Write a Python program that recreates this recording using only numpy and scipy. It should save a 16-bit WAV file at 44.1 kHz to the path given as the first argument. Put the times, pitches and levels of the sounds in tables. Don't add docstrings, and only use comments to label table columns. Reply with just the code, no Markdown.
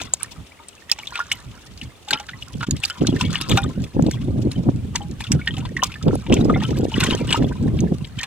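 import sys
import numpy as np
from scipy import signal
from scipy.fft import rfft, irfft, next_fast_len
from scipy.io import wavfile
from scipy.ndimage import uniform_filter1d, map_coordinates

SR = 44100
rng = np.random.default_rng(int(sys.argv[2]) if len(sys.argv) > 2 else 0)


def log_audio(samples):
    frames = np.atleast_2d(samples).T
    limited = np.clip(frames, -1, 1)
    pcm = np.round(limited * 32767).astype(np.int16)
    wavfile.write(sys.argv[1], SR, pcm)


N = 364266
LEFT_RIGHT = np.array([[1], [-1]])


def amp(db):
    return 10 ** (np.asarray(db) / 20)


def unit(x):
    return x / np.sqrt(np.mean(x ** 2) + 1e-20)


def along(points, hz):
    point_hz, value = np.transpose(points)
    return np.interp(np.log(hz + 1), np.log(point_hz + 1), value)


def curves(rows):
    s, *columns = np.transpose(rows)
    time = np.arange(N) / SR
    return [np.interp(time, s, column) for column in columns]


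def wobble(rate):
    knots = rng.standard_normal(int(N * rate / SR) + 4)
    return map_coordinates(knots, [np.arange(N) * rate / SR])


def filtered(x, response):
    m = next_fast_len(N + 8192)
    return irfft(rfft(x, m) * response(np.fft.rfftfreq(m, 1 / SR)), m)[..., :N]


def rush(spectrum, alike, lumps):
    angle = lambda hz: np.arccos(np.clip(along(alike, hz), -1, 1)) / 2
    shares = lambda hz: np.array([np.cos(angle(hz)), np.sin(angle(hz))])
    pair = lumps * rng.standard_normal((2, N))
    mid, side = filtered(pair, lambda hz: amp(along(spectrum, hz)) * shares(hz))
    return unit(np.array([mid + side, mid - side]))


def placed(s, wave, pan_db):
    start = np.round(s * SR).astype(int)
    at = (start[:, None] + np.arange(wave.shape[1])).ravel()
    panned = lambda side: (wave * amp(side * pan_db / 2)[:, None]).ravel()
    return np.array([np.bincount(at, panned(side), N + SR)[:N] for side in (1, -1)])


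def bubbles(s, db, hz, t60, pan_db, rise, attack, rough):
    t = np.arange(int(.1 * SR)) / SR
    fade = t / t60[:, None]
    steps = uniform_filter1d(rng.standard_normal((len(s), len(t) // 22 + 1)), size=3, axis=1)
    steps = steps.repeat(22, axis=1)[:, :len(t)]
    shake = rough * uniform_filter1d(steps, size=22, axis=1)
    level = amp(db[:, None] - 60 * fade + 8 * shake) * (1 - np.exp(-t / attack))
    climb = 1 + rise * np.minimum(fade, 1)
    phase = 2 * np.pi * hz[:, None] * t * climb + shake[:, ::-1]
    return placed(s, level * np.sin(phase), pan_db)


def bursts(s, db, t60, pan_db, spectrum, attack):
    t = np.arange(int(.06 * SR)) / SR
    steps = rng.standard_normal((len(s), len(t) // 42 + 1))
    ragged = amp(5 * np.repeat(steps, 42, axis=1)[:, :len(t)])
    puff = amp(db[:, None] - 60 * t / t60[:, None]) * (1 - np.exp(-t / attack))
    puff = puff * rng.standard_normal((len(s), len(t))) * ragged
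    colour = lambda hz: amp(along(spectrum, hz))
    colour_rms = np.sqrt(np.mean(colour(np.linspace(0, SR / 2, 999)) ** 2))
    return filtered(placed(s, puff, pan_db), colour) / colour_rms


def patchy(x, shared_db, own_db):
    z = signal.stft(x, nperseg=256)[2]
    field = rng.standard_normal((3, *z.shape[1:]))
    field = uniform_filter1d(uniform_filter1d(field, size=6, axis=1), size=3, axis=2)
    patch_db = shared_db * unit(field[0]) + own_db * unit(field[1:])
    return signal.istft(z * amp(patch_db), nperseg=256)[1][:, :N]


def swells(s, db, rise_s, hold_s, fall_s):
    t = np.arange(0, N / SR, .002)[:, None]
    before, after = (s - t) / rise_s, (t - s - hold_s) / fall_s
    down_db = 20 * np.maximum(0, np.maximum(before, after))
    gain = np.sqrt(np.sum(amp(db - down_db) ** 2, axis=1))
    return np.interp(np.arange(N) / SR, t[:, 0], gain)


# pitch_hz, left_minus_right_db
PORT_COLOUR = [(500, 1.5), (1170, 2), (1790, -7), (2740, 5), (4190, 4.5), (6000, -8), (8000, 0),
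               (15000, -6.5)]


def ports(x):
    return filtered(x, lambda hz: amp(along(PORT_COLOUR, hz) / 2 * LEFT_RIGHT))


# pitch_hz, width_hz, level_db
HOLE_TONES = [(795, 19, 2), (1350, 52, 0), (1833, 21, -7), (2370, 110, -2), (2716, 490, -9),
              (3570, 350, 0.5)]


def hole(x):
    def ringing(f):
        total = 0
        for k, (centre, width, db) in enumerate(HOLE_TONES):
            tone = 1j * f * width / (centre * centre - f * f + 1j * f * width)
            total = total + (-1) ** k * amp(db) * tone
        return total
    return filtered(x, ringing)


# time_s, strength_db
ARM_STIRRING = [(0, -33), (.15, -51), (.23, -38.5), (.3, -45), (.9, -46.5), (1.17, -39.5), (1.45, -46),
                (2.0, -47), (2.9, -43.5), (3.4, -38), (3.7, -43.5), (4.0, -47.5), (4.13, -40.5),
                (4.3, -47.5), (4.9, -48), (5.55, -42.5), (5.75, -46.5), (6.45, -43.5), (6.62, -37),
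                (6.85, -43.5), (7.05, -31), (7.25, -40), (7.8, -45.5), (8.26, -48.5)]
SWELL_DB, SWELL_GROWS = -22.5, 0.88
SWELL_RISE_S, SWELL_FALL_S = 0.029, 0.1


def stirring_db():
    s, db = np.transpose(SLAP_EVENTS)[:2]
    around_slaps = swells(s, SWELL_DB + SWELL_GROWS * db, SWELL_RISE_S, 0, SWELL_FALL_S)
    return 20 * np.log10(np.hypot(amp(curves(ARM_STIRRING)[0]), around_slaps))


def small_bubbles(moment):
    when, size, pitch, life, side = rng.random((2500, 5)).T
    hz = 2250 * np.exp(1.8 * (pitch - .5))
    size_db = -3.5 * np.log(size + 0.01)
    t60, pan_db = (35 + 90 * life) / hz, 10 * (side - .5)
    return unit(bubbles(moment(when), size_db, hz, t60, pan_db, rise=0.05, attack=0.0006, rough=0.6))


# pitch_hz, level_db_per_hz
FROTH_COLOUR = [(530, -12), (900, -4.5), (995, -53), (1170, -47), (1420, -14), (2140, 7.5), (3070, 8.5),
                (5000, 0.5), (6500, -20), (11000, -120)]


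def froth_noise(churn):
    froth = rush(FROTH_COLOUR, [(2000, 0.35)], amp(5 * churn + 3 * wobble(250)))
    return unit(froth + amp(11) * hole(froth))


# pitch_hz, level_db_per_hz
SPRAY_COLOUR = [(2350, -11), (4000, 2), (5600, 2.5), (6080, 1), (7940, -1.5), (8570, -6), (13900, -16),
                (16400, -25)]


def droplets(moment):
    when, size, pitch, life, side = rng.random((500, 5)).T
    s, size_db, pan_db = moment(when), -4 * np.log(size + 0.0057), 14 * (side - .5)
    hz, t60 = 6800 * np.exp(1.1 * (pitch - .5)), .008 + 0.037 * life
    pings = bubbles(s, size_db, hz, t60, pan_db, rise=0.029, attack=0.0003, rough=1.14)
    puffs = bursts(s, size_db, 0.0042 + 0.037 * life, pan_db, SPRAY_COLOUR, attack=0.00063)
    return unit(pings) + amp(1.5) * unit(puffs)


def mist_noise(churn):
    lumps = amp(9.3 * churn + 1.3 * wobble(200))
    mist = rush(SPRAY_COLOUR, [(6000, 0.079)], lumps)
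    return patchy(mist, shared_db=2.5, own_db=0.5)


def fizz():
    stir_db = stirring_db()
    share = np.cumsum(amp(.9 * stir_db + 4 * wobble(30)))
    moment = lambda u: np.interp(u * share[-1], share, np.arange(N) / SR)
    churn = wobble(60)
    out = amp(1.191 * stir_db + 2.5) * small_bubbles(moment)
    out += amp(1.012 * stir_db - 14.5) * droplets(moment)
    out += amp(1.347 * stir_db + 4.5) * froth_noise(churn)
    out += amp(1.341 * stir_db + 2.5) * mist_noise(churn)
    return ports(out)


# pitch_hz, level_db_per_hz
HUSH_COLOUR = [(15, -46), (25, -23), (97, -5), (280, 2.5), (523, -0.5), (1000, -6), (1980, -9.5),
               (2970, -8), (4970, -15.5), (8560, -15), (14000, -25.5), (15100, -23), (16400, -37)]
# pitch_hz, likeness (1 = the same)
HUSH_LIKENESS = [(60, 0.16), (400, 0.63), (2400, 0.025), (15000, .01)]
HUSH_DB = -50.5


def hush():
    drift = amp(.8 * wobble(6))
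    return amp(HUSH_DB) * rush(HUSH_COLOUR, HUSH_LIKENESS, drift)


# arrival_s, level_db, hold_s, sharpness_db (small eddies above the buffet)
GUST_EVENTS = [(0.0, -45.5, 0.044, 5.5), (0.385, -37.5, 0.024, -21.5), (1.466, -30.5, 0.04, -31),
               (1.697, -42.5, 0.071, -22), (1.826, -34, 0.05, -24), (2.116, -44, 0.015, 15),
               (2.314, -40, 0.093, -30), (2.555, -27, 0.064, -9), (2.677, -25.5, 0.09, -16),
               (2.788, -41, 0.049, -26), (3.014, -22.5, 0.15, 0.5), (3.226, -20.5, 0.083, -8),
               (3.503, -15.5, 0.048, -0.5), (3.622, -23, 0.08, -9), (3.773, -22, 0.069, -9),
               (3.963, -19.5, 0.13, 0.5), (4.245, -23.5, 0.097, -6), (4.365, -21.5, 0.13, -3),
               (4.574, -19, 0.025, -0.5), (4.672, -18.5, 0.016, -4.5), (4.751, -23, 0.035, -16),
               (4.829, -27, 0.015, -9.5), (4.973, -33, 0.031, -12), (5.309, -16.5, 0.058, -9),
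               (5.498, -25, 0.17, -11.5), (6.049, -16.5, 0.097, -0.5), (6.316, -19.5, 0.24, 7),
               (6.667, -27, 0.21, 4.5), (6.95, -23.5, 0.2, 2), (7.208, -25, 0.14, 0),
               (7.374, -19.5, 0.087, -2), (7.506, -23.5, 0.05, -7), (7.602, -18.5, 0.15, -4),
               (7.816, -23.5, 0.11, 1), (8.173, -26.5, 0.0087, -17)]
# time_s, level_db
BREEZE_LEVEL = [(0, -49), (.35, -51.5), (.5, -64.5), (1.3, -49.5), (2.0, -56), (2.5, -45), (2.95, -50),
                (3.35, -30.5), (3.92, -53), (4.15, -25.5), (4.54, -32), (5.15, -30), (5.27, -41.5),
                (5.7, -32), (6.0, -42), (6.2, -31), (6.6, -21.5), (6.9, -30), (7.1, -34), (7.5, -58),
                (7.8, -17.5), (8.12, -36.5), (8.26, -58)]
# pitch_hz, level_db_per_hz
BUFFET_COLOUR = [(12, -38), (20, -75), (48, -27), (123, 5.5), (275, -6), (362, -19.5), (400, -18),
                 (520, -36), (880, -120)]
# pitch_hz, level_db_per_hz
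SHARP_COLOUR = [(120, -8), (250, 4.5), (500, -8.5), (900, -23), (1600, -49), (4000, -120)]
# pitch_hz, likeness (1 = the same)
WIND_LIKENESS = [(25, 0.46), (60, 0.69), (150, 0.67), (380, 0.59), (950, 0.99)]
BREEZE_SHARP_DB = -13
GUST_RISE_S, GUST_FALL_S = 0.026, 0.05


def wind():
    s, db, hold_s, sharp_db = np.transpose(GUST_EVENTS)
    breeze = amp(curves(BREEZE_LEVEL)[0])
    buffet = np.hypot(breeze, swells(s, db, GUST_RISE_S, hold_s, GUST_FALL_S))
    sharp_gusts = swells(s, db + sharp_db, GUST_RISE_S, hold_s, GUST_FALL_S)
    edge = np.hypot(amp(BREEZE_SHARP_DB) * breeze, sharp_gusts)

    lump = wobble(35)
    low = rush(BUFFET_COLOUR, WIND_LIKENESS, amp(2.0 * lump + 3.55 * wobble(120)))
    sharp = rush(SHARP_COLOUR, WIND_LIKENESS, amp(3.18 * lump + 6.33 * wobble(150)))
    deep_colour = [(15, -44), (50, 1.5), (90, 5.5), (400, -120)]  # pitch_hz, level_db_per_hz
    deep = rush(deep_colour, WIND_LIKENESS, amp(1.7 * lump))

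    flutter_hz = 135 * np.exp(.3 * wobble(55) + .3 * wobble(140))
    turn = 2 * np.pi * np.cumsum(flutter_hz) / SR
    flutter = amp(4 * lump + 3 * wobble(70)) * np.cos(turn)
    low = unit(low + amp(-1) * unit(flutter))

    gusts = buffet * low + edge * sharp + amp(-17.5) * buffet ** 0.64 * deep
    top = .55
    return top * np.tanh(gusts / top) * amp(-.7 * LEFT_RIGHT)


# start_s, level_db, pitch_hz, spray_db (relative to the slap)
SLAP_EVENTS = [(0.014, -23.5, 3440, -5), (0.896, -22.5, 2050, -15), (0.9153, -19.5, 3270, -3),
               (0.986, -23, 2320, -17), (1.071, -25, 3750, -16), (1.156, -17, 2480, -25),
               (1.175, -24, 3970, -18), (1.192, -26, 1370, -12), (1.317, -14.5, 3100, -8),
               (1.7747, -32.5, 4700, -9.5), (1.814, -25.5, 2710, -20.5), (2.085, -23, 3550, -13),
               (2.107, -17, 1450, -5.5), (2.1313, -9, 2910, -28), (2.1975, -25.5, 2820, -16),
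               (2.288, -23.5, 1710, -26), (2.422, -33, 3100, -7), (2.608, -24.5, 1330, -34),
               (2.6287, -19, 1410, -17), (2.667, -29, 3120, -12.5), (2.7658, -29, 2900, -11),
               (2.836, -12.5, 2610, -38), (2.8988, -20.5, 1420, -16), (3.01, -31.5, 3020, -32),
               (3.069, -17.5, 3620, -8.5), (3.162, -29.5, 1800, -9), (3.2108, -15, 2700, -15),
               (3.25, -22, 3250, -12.5), (3.3045, -25.5, 3550, -6), (3.333, -22.5, 1360, -16),
               (3.356, -14, 2860, -40), (3.403, -24.5, 1450, -18), (3.4119, -23, 2830, -4.5),
               (3.494, -18, 2560, -7.5), (3.514, -9.5, 3470, -21), (3.5721, -10.5, 1210, -15.5),
               (3.839, -30.5, 3350, -7.5), (4.064, -35.5, 3620, -4), (4.1102, -26, 2220, -6),
               (4.2154, -31.5, 2930, -39), (4.5145, -26.5, 4000, -5.5), (4.9562, -15, 1980, -10),
               (5.205, -25, 2580, -10), (5.24, -22.5, 3510, -21), (5.268, -25.5, 2860, -21),
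               (5.3175, -19, 2360, -1.5), (5.474, -18.5, 1840, -21), (5.5396, -28, 3250, -23),
               (5.5672, -26.5, 2980, -16.5), (5.581, -30, 2030, -9), (5.602, -33.5, 2720, -21),
               (5.652, -23, 3600, -17), (5.769, -21, 2100, -20), (5.8341, -11.5, 3590, -8.5),
               (5.918, -29.5, 2960, -15), (5.94, -28.5, 2480, -17), (6.026, -30, 3550, -8.5),
               (6.08, -26, 1350, -21), (6.2649, -28.5, 2340, -19), (6.298, -31, 2980, -22),
               (6.324, -11, 2660, -17), (6.3669, -19.5, 2340, -33), (6.4465, -37.5, 3020, 1),
               (6.4963, -29, 1270, -40), (6.5999, -26.5, 3220, -22), (6.636, -23.5, 2520, -15),
               (6.705, -33, 1820, -5), (6.768, -28.5, 2790, -9), (6.917, -28.5, 2920, -18),
               (6.9397, -24.5, 2900, -30), (7.0035, -12.5, 3670, -11.5), (7.0357, -16.5, 2390, -4.5),
               (7.1076, -11.5, 2890, -14.5), (7.2763, -30, 2850, -32), (7.29, -26, 1910, -19),
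               (7.305, -19.5, 3010, -10), (7.3255, -6, 2940, -22.5), (7.423, -31, 1810, -31),
               (7.7888, -27, 2290, -26), (8.0452, -25.5, 3230, -22), (8.1876, -20, 2390, -13),
               (8.2316, -15.5, 2430, -14)]


def slaps():
    s, db, hz, spray_db = np.transpose(SLAP_EVENTS)
    t60, centre = .04 + 0 * s, 0 * s
    out = bubbles(s, db, hz, 0.44 * t60, centre, rise=0.0039, attack=0.00046, rough=0.97)
    for chance in rng.standard_normal((len(s), 4, 4)).transpose(1, 2, 0):
        late = 0.22 * t60 * np.abs(chance[0])
        level_db = db - 0.5 + 3 * chance[1] - 30 * late / t60
        hz_near = hz * np.exp(0.246 * chance[2])
        out += bubbles(s + late, level_db, hz_near, .5 * t60, 3 * chance[3],
                       rise=0.084, attack=0.0052, rough=0.37)
    froth = bursts(s, db - 11.0, t60, centre, FROTH_COLOUR, attack=0.00094)
    out += froth + amp(10.5) * hole(froth)
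    spray_pan_db = 4 * rng.standard_normal(len(s))
    spray = bursts(s, db + spray_db - 0.8, 1.12 * t60, spray_pan_db, SPRAY_COLOUR, attack=0.00057)
    out += patchy(spray, shared_db=4.5, own_db=3.5)
    return ports(out)


# start_s, level_db, pitch_hz, ring_s (time to fall 60 dB)
PLOP_EVENTS = [(.015, -16.5, 680, 0.013), (0.138, -7.5, 750, 0.0062), (0.206, -28.5, 2300, 0.028),
               (0.893, -32, 1860, 0.12), (.92, -34, 845, 0.053), (0.9235, -6.5, 2540, 0.014),
               (.988, -30, 847, 0.049), (.997, -28, 2860, 0.041), (1.032, -23, 2280, 0.027),
               (1.058, -30, 2790, 0.019), (1.074, -16, 3540, 0.022), (1.122, -21, 1010, 0.027),
               (1.124, -33, 1420, 0.13), (1.14, -29, 2360, 0.058), (1.155, -28, 1860, 0.039),
               (1.154, -25, 1400, 0.11), (1.19, -14.5, 1113, 0.035), (1.202, -11.5, 1402, 0.066),
               (1.315, -11, 2900, 0.054), (1.316, -1.5, 2145, 0.014), (1.813, -24, 2870, 0.028),
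               (2.075, -34, 832, 0.5), (2.106, -14, 1557, 0.051), (2.1274, -17.5, 850, 0.093),
               (2.129, -14.5, 2300, 0.037), (2.128, -15, 3660, 0.038), (2.138, -28, 1364, 0.23),
               (2.1745, -15, 2971, 0.017), (2.199, -28, 820, 0.1), (2.291, -23, 1445, 0.042),
               (2.333, -27.5, 1960, 0.055), (2.424, -13, 2860, 0.017), (2.6118, -18, 1380, 0.034),
               (2.632, -16.5, 1400, 0.059), (2.9034, -19.5, 3050, 0.048), (2.908, -25.5, 1434, 0.071),
               (3.048, -17.5, 1500, 0.017), (3.072, -17, 4070, 0.036), (3.09, -26, 3280, 0.049),
               (3.104, -24, 3250, 0.023), (3.127, -28, 2860, 0.027), (3.164, -20.5, 1770, 0.04),
               (3.2084, -12.5, 984, 0.046), (3.2426, -30, 2226, 0.15), (3.262, -22, 3300, 0.023),
               (3.329, -32, 1230, 0.14), (3.344, -24, 1800, .064), (3.356, -2, 2960, 0.015),
               (3.3863, -23, 3430, 0.021), (3.421, -22, 3780, 0.035), (3.41, -31, 1270, 0.23),
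               (3.506, -16, 3620, 0.034), (3.529, -23, 1190, 0.025), (3.555, -25, 1280, 0.025),
               (3.571, -26, 2400, 0.16), (3.5729, -14.5, 3670, 0.042), (3.5745, -14, 785, 0.13),
               (3.583, -10.5, 1405, 0.05), (3.633, -20, 3560, 0.032), (3.642, -20.5, 1220, 0.039),
               (4.133, -25, 3300, 0.047), (4.557, -30.5, 3040, 0.047), (4.953, -21, 970, 0.047),
               (5.006, -28.5, 810, 0.17), (5.0167, -28.5, 3040, 0.035), (5.206, -21, 890, 0.023),
               (5.206, -27, 1740, 0.033), (5.2197, -20, 2433, 0.021), (5.3927, -29.5, 1440, 0.078),
               (5.414, -23.5, 2230, 0.047), (5.4725, -16, 3110, 0.024), (5.473, -11, 1830, 0.064),
               (5.5075, -22.5, 3150, 0.039), (5.575, -30, 767, 0.096), (5.607, -28, 2770, 0.023),
               (5.624, -32, 946, .04), (5.651, -24.5, 1000, .04), (5.7668, -12, 1903, 0.034),
               (5.78, -32, 1076, 0.11), (5.792, -20.5, 1790, 0.046), (5.82, -18, 2940, 0.054),
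               (5.827, -4, 1016, 0.034), (5.896, -35, 1355, .07), (5.9555, -29, 1740, 0.07),
               (6.012, -33.5, 1280, 0.062), (6.085, -19.5, 895, 0.032), (6.108, -31, 1336, .05),
               (6.13, -23.5, 966, 0.024), (6.14, -30, 1320, 0.039), (6.265, -27, 904, 0.043),
               (6.326, -30.5, 2690, 0.16), (6.337, -30, 990, 0.033), (6.409, -24, 3820, 0.036),
               (6.496, -10.5, 1220, 0.06), (6.5397, -21.5, 2045, 0.09), (6.547, -23, 3450, 0.035),
               (6.559, -24, 1390, 0.06), (6.5591, -17.5, 757, 0.067), (6.5601, -17, 2130, 0.024),
               (6.601, -34, 3280, 0.067), (6.622, -21, 870, 0.055), (6.64, -26, 1307, 0.11),
               (6.65, -19, 3030, 0.037), (6.69, -32, 3000, .04), (6.769, -25.5, 2830, 0.023),
               (6.919, -26.5, 887, 0.11), (6.941, -11, 2900, 0.024), (6.962, -19, 1900, 0.044),
               (6.983, -19, 3380, 0.021), (7.003, -19.5, 2040, 0.051), (7.03, -17, 1460, 0.064),
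               (7.0655, -19, 3080, 0.059), (7.1015, -12, 3740, 0.019), (7.102, -31, 1280, 0.09),
               (7.14, -36, 1820, 0.083), (7.132, -21, 3120, 0.062), (7.203, -30, 2350, 0.078),
               (7.289, -22, 2910, 0.091), (7.3441, -8, 920, 0.035), (7.35, -12, 2800, 0.025),
               (7.356, -16.5, 1278, 0.079), (7.445, -25, 3370, 0.027), (7.512, -24.5, 970, 0.041),
               (7.52, -25, 1540, 0.036), (7.555, -33, 1000, 0.055), (8.1837, -27.5, 3110, 0.14),
               (8.2023, -24, 1830, 0.1)]


def plops():
    s, db, hz, t60 = np.transpose(PLOP_EVENTS)
    return ports(bubbles(s, db, hz, t60, 0 * s, rise=0.028, attack=0.0011, rough=.55))


# start_s, level_db, pitch_hz, left_minus_right_db
TICK_EVENTS = [(0.1367, -5.5, 7400, 1), (0.232, -25, 9300, -13), (0.685, -22, 8200, 4),
               (0.9152, -3.5, 5160, -8), (1.315, -23, 5040, -8), (2.709, -11.5, 6750, -4),
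               (2.851, -9.5, 4680, -7), (3.07, -27, 6700, -12), (3.211, -17, 5500, -9),
               (3.574, -28, 4800, 9), (4.024, -27.5, 6800, -3), (4.954, -38, 4000, -23),
               (5.3194, -15.5, 5720, -5.5), (5.835, -14, 5740, -4), (6.153, -21.5, 10040, -1),
               (6.341, -17.5, 6770, -5), (7.316, -26, 8300, 0), (7.33, -17.5, 7600, -2),
               (7.804, -23.5, 6300, -5), (8.212, -26, 6300, -8)]


def ticks():
    s, db, hz, pan_db = np.transpose(TICK_EVENTS)
    ring = bubbles(s, db + 1.0, hz, 0.013 + 0 * s, pan_db, rise=0.021, attack=0.0001, rough=1.0)
    crack = bursts(s, db - 9.0, 0.028 + 0 * s, pan_db, SPRAY_COLOUR, attack=0.0014)
    return ring + crack


# time_s, level_db (of the swing without its crest)
THUMP_EVENTS = [(2.684, -11), (3.034, -11), (3.521, -8.5), (3.66, -15), (4.024, -4), (4.39, -14),
                (4.468, -7.5), (4.695, -16.5), (5.307, -10.5), (6.152, -11.5), (6.829, -8.5), (6.85, -8),
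                (6.978, -5.5), (7.145, -9.5), (7.44, -9)]


def thumps():
    s, db = np.transpose(THUMP_EVENTS)
    width_s = 0.00073 * np.exp(0.29 * rng.standard_normal((len(s), 1)))
    u = (np.arange(int(.02 * SR)) / SR - .004) / width_s
    swing = (1 - u * u) * np.exp(-u * u / 2)
    crest = 0.18 * np.exp(-(3 * u) ** 2)
    return placed(s, -amp(db[:, None]) * (swing + crest), 0 * s)


def lagged(x, seconds):
    return filtered(x, lambda hz: np.exp(-1j * np.pi * hz * seconds * LEFT_RIGHT))


# time_s, left_minus_right_db
WATER_SIDE = [(0.0, 4.5), (0.23, 4), (0.71, 4), (0.8, -1), (2.51, -1), (3.31, 2.5), (4.42, 0.5), (7.82, 1),
              (8.26, 1.5)]
# pitch_hz, lead_radians
LEFT_LEAD = [(0, 0), (1200, -1.0), (2300, -.1), (5100, -2.6), (8000, -.8), (11000, -2)]


def scene():
    pan_db, = curves(WATER_SIDE)
    water = (fizz() + slaps() + plops()) * amp([pan_db / 2, -pan_db / 2]) + ticks()
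    lead = lambda hz: np.interp(hz, *np.transpose(LEFT_LEAD))
    water = filtered(water, lambda hz: np.exp(.5j * lead(hz) * LEFT_RIGHT))
    return water + lagged(wind() + thumps(), 0.00034) + hush()


TOP_HZ = 16575
DIP_S, DIP_WIDTH_S = 2.66, 0.0095


def record(dry):
    rounded = dry / (1 + np.abs(dry / .95) ** 6) ** (1 / 6)
    dip = 1 - .9 * np.exp(-((np.arange(N) / SR - DIP_S) / DIP_WIDTH_S) ** 4)
    return filtered(dip * rounded, lambda hz: hz < TOP_HZ)


dry = scene()
out = record(dry)
log_audio(out)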